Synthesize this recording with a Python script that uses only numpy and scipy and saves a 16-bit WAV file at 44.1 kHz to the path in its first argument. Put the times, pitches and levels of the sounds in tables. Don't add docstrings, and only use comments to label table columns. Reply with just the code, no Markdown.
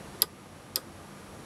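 import sys
import numpy as np
from scipy import signal
from scipy.fft import rfft, irfft
from scipy.io import wavfile
from scipy.ndimage import uniform_filter1d, map_coordinates

SR = 44100
rng = np.random.default_rng(int(sys.argv[2]) if len(sys.argv) > 2 else 0)


def dump(signal):
    limited = np.clip(np.atleast_2d(signal).T, -1, 1)
    pcm = np.round(limited * 32767).astype(np.int16)
    wavfile.write(sys.argv[1], SR, pcm)


def nominal_scale(level):
    x = np.asarray(level, float) / 20
    return 10 ** x


N = 63945
SNAP_RISE_S = 0.00018


def evened(x):
    return x / np.sqrt(np.mean(x ** 2) + 1e-20)


def read(points, hz):
    point_hz, value = np.transpose(points)
    return np.interp(np.log(hz + 1), np.log(point_hz + 1), value)


def add(mix, start_s, sound):
    part = mix[round(start_s * SR):][:len(sound)]
    part += sound[:len(part)]


# frequency_hz, density_db (per Hz)
FAN_NOISE = [(22, -23), (60, -10), (151, -3), (373, -7), (1180, -13.5), (5090, -28), (10400, -32),
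             (15700, -49)]
# centre_hz, width_hz, level_db
FAN_RESONANCES = [(45.6, 10, -65), (91.7, 8.7, -57), (144, 10, -61), (197.9, 3.5, -56.5), (341.6, 17, -62),
                  (1198.5, 37, -62.5)]


def fans():
    level_db, patchiness_db = -46, 0.7
    frames, hz = N // 256 + 5, np.fft.rfftfreq(1024, 1 / SR)
    real, imaginary, patches = rng.standard_normal((frames, 513, 3)).T
    patches = uniform_filter1d(patches, size=12, axis=0)
    patches = evened(uniform_filter1d(patches, size=12, axis=1))
    gain_db = read(FAN_NOISE, hz)[:, None] + patchiness_db * patches
    z = (real + 1j * imaginary) * nominal_scale(gain_db)
    hiss = signal.istft(z, nperseg=1024, noverlap=768)[1][:N]
    out = nominal_scale(level_db) * evened(hiss)
    hz = np.fft.rfftfreq(N, 1 / SR)
    for centre_hz, width_hz, tone_db in FAN_RESONANCES:
        response = 1 / (1 + (2 * (hz - centre_hz) / width_hz) ** 2)
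        tone = irfft(rfft(rng.standard_normal(N)) * response, N)
        out = out + nominal_scale(tone_db) * evened(tone)
    return out


# frequency_hz, level_db
BUZZ_ENVELOPE = [(2000, -95), (4500, -85), (5800, -83), (7500, -86), (8800, -82), (9900, -87), (10450, -93),
                 (10900, -79)]
# frequency_hz, level_db (rms)
STRONG_HARMONICS = [(5599, -73), (5701, -75), (6799, -78), (8403, -79), (9550, -80), (9701, -76),
                    (10051, -76), (10099, -70), (10201, -78), (10298, -76), (10600, -77), (10799, -75),
                    (10853, -77), (11999, -83)]


def buzz():
    mains_hz, spread_db, odd_db = 50.003, 4, -6
    fall_db_per_octave, strong_gain_db = -65, 1.5
    k, t = np.arange(40, 290), np.arange(N) / SR
    hz = k * mains_hz
    draw = rng.random((len(k), 2))
    db = read(BUZZ_ENVELOPE, hz) + odd_db * (k % 2)
    octaves_above = np.log2(np.maximum(hz / BUZZ_ENVELOPE[-1][0], 1))
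    db = db + fall_db_per_octave * octaves_above
    db = db + spread_db * 2 * (2 * draw[:, 0] - 1)
    for line_hz, line_db in STRONG_HARMONICS:
        db[k == round(line_hz / mains_hz)] = line_db + strong_gain_db
    cycle = np.arange(4096) / 4096
    phases = k[:, None] * cycle + draw[:, 1:]
    shape = (np.sqrt(2) * nominal_scale(db)) @ np.sin(2 * np.pi * phases)
    return map_coordinates(shape, [t * mains_hz % 1 * len(cycle)], order=3, mode="grid-wrap")


def ring(hz, db, t60_s, rise_s, sign=1):
    t = np.arange(SR // 5)[:, None] / SR
    polarity = sign ** np.arange(len(hz))
    decay = nominal_scale(db - 60 * t / np.maximum(t60_s, 0.003))
    rise = 1 - np.exp(-t / rise_s)
    return (polarity * decay * np.sin(2 * np.pi * hz * t) * rise).sum(1)


# frequency_hz, first_step_db, second_step_db, t60_s
KNOB_MODES = [(1830, -54, -28, 0.024), (2750, -27, -28, .015), (3380, -18.5, -31, 0.042),
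              (3780, -22, -17.5, 0.017), (4898, -2.5, -1.5, 0.015), (5030, -12, -14.5, 0.04),
              (5270, -30, -13, 0.017), (5770, -26, -23, 0.0077), (6490, -32, -43, 0.0085),
              (7430, -13, -13.5, .015), (8460, -21, -10, 0.017)]


def knob_ring(step, level_db):
    modes = np.array(KNOB_MODES)
    return ring(modes[:, 0], level_db + modes[:, 1 + step], modes[:, 3], SNAP_RISE_S)


# frequency_hz, first_step_db, second_step_db
SPRING_MODES = [(10300, -19, -15), (11040, 3, -11.5), (11830, 3.5, -5.5), (12770, -9, -5),
                (14080, -17, -17.5)]


def spring_ring(step, level_db):
    modes = np.array(SPRING_MODES)
    return ring(modes[:, 0], level_db + modes[:, 1 + step], 0.011, SNAP_RISE_S, -0.99)


# frequency_hz, t60_s
BENCH_DECAY = [(400, 0.047), (1500, 0.072), (4500, 0.096), (9000, 0.14), (13000, 0.027)]


def bench(x):
    rise_s = 0.002
    taps = rng.choice([-1., 1.], SR // 4) * (rng.random(SR // 4) < 0.15)
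    hz, t, z = signal.stft(taps, SR, nperseg=128)
    decay_db = -60 * t / read(BENCH_DECAY, hz)[:, None]
    tail = signal.istft(z * nominal_scale(decay_db), SR, nperseg=128)[1]
    tail = tail * (1 - np.exp(-np.arange(len(tail)) / SR / rise_s))
    return signal.fftconvolve(x, tail / np.linalg.norm(tail))[:N]


# frequency_hz, density_db (per Hz)
RATTLE_SPECTRUM = [(1000, -50), (2500, -5), (4300, 9), (6300, -4), (8500, 2), (12500, -6), (14500, -12),
                   (16000, -43)]
# frequency_hz, t60_s
RATTLE_DECAY = [(1500, .09), (4300, .08), (8000, .1), (13000, .16)]


def rattle(level_db, tilt_db):
    crack_db, crack_s = 7, 0.0054
    hz, t, z = signal.stft(rng.standard_normal(SR // 5), SR, nperseg=64)
    db = read(RATTLE_SPECTRUM, hz) + tilt_db * np.log2((hz + 500) / 6000)
    decay_db = -60 * t / read(RATTLE_DECAY, hz)[:, None]
    ringing = signal.istft(z * nominal_scale(db[:, None] + decay_db), SR, nperseg=64)[1]
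    t = np.arange(len(ringing)) / SR
    crack = 1 + nominal_scale(crack_db) * np.exp(-t / crack_s)
    return nominal_scale(level_db) * ringing * crack * (1 - np.exp(-t / SNAP_RISE_S))


# start_s, ring_db, rattle_db, tilt_db (rattle brightness per octave)
SNAP_EVENTS = [
    (.21978, -10.5, -29, -1.5),
    (.75842, -8.5, -31, 0.5),
]


def snaps():
    out = np.zeros(N)
    for step, (start_s, level_db, rattle_db, tilt_db) in enumerate(SNAP_EVENTS):
        snap = knob_ring(step, level_db) + spring_ring(step, level_db)
        add(out, start_s, snap)
        add(out, start_s, nominal_scale(-17) * bench(snap))
        add(out, start_s, rattle(rattle_db, tilt_db))
    return out


# frequency_hz, level_db, t60_s
CASE_MODES = [(377.6, -5, 0.043), (440, -1, 0.033), (515.6, -4, 0.034), (856, -4.5, .025),
              (1000, -2, 0.018), (1220.5, -1.5, 0.047), (1500, -4.5, 0.027), (1916, -4.5, .025),
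              (2500, -9.5, 0.025), (3183, -6, 0.038), (3426, -4.5, 0.048), (3790, -5, 0.033)]
# start_s, level_db, centre_hz
KNOCK_EVENTS = [
    (.2225, -35, 2500),
    (0.2257, -25, 1500),
    (.2300, -30, 450),
    (.2390, -33, 1000),
    (0.2416, -34.5, 450),
    (.7650, -29.5, 2400),
    (0.7665, -33.5, 750),
    (0.7744, -29, 690),
    (.784, -38.5, 500),
    (.790, -40, 450),
]


def knocks():
    rise_s, slope_db = 0.00032, -5
    out = np.zeros(N)
    hz, db, t60_s = np.transpose(CASE_MODES)
    for start_s, level_db, centre_hz in KNOCK_EVENTS:
        weight_db = slope_db * np.log2(hz / centre_hz) ** 2
        detuned_hz = hz * rng.uniform(0.97, 1.02, len(hz))
        knock = ring(detuned_hz, level_db + db + weight_db, t60_s, rise_s)
        add(out, start_s, knock)
        add(out, start_s, nominal_scale(-9) * bench(knock))
    return out


def scene():
    return (fans() + buzz() + snaps() + knocks())[None]


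def low_pass(x):
    return signal.sosfilt(signal.butter(12, 16540, fs=SR, output="sos"), x)


def record(dry):
    knee_db, slope, recover_db_per_s, grab_s = -19, 0.57, 3.5, 0.016
    low_hz, edge_hz = 38, 15750
    power_db = 10 * np.log10(abs(uniform_filter1d(dry[0] ** 2, size=88)) + 1e-12)
    fall_db = np.arange(N) * recover_db_per_s / slope / SR
    held_db = np.maximum.accumulate(power_db + fall_db) - fall_db
    over_db = np.maximum(held_db - knee_db, 0)
    r = np.exp(-1 / (grab_s * SR))
    ducked = dry / nominal_scale(slope * signal.lfilter([1 - r], [1, -r], over_db))
    hz = np.fft.rfftfreq(N, 1 / SR)
    band = (hz < edge_hz) / np.sqrt(1 + (low_hz / (hz + 1)) ** 8)
    finished = irfft(rfft(ducked) * band, N)
    return low_pass(finished)


dry = scene()
out = record(dry)
dump(out)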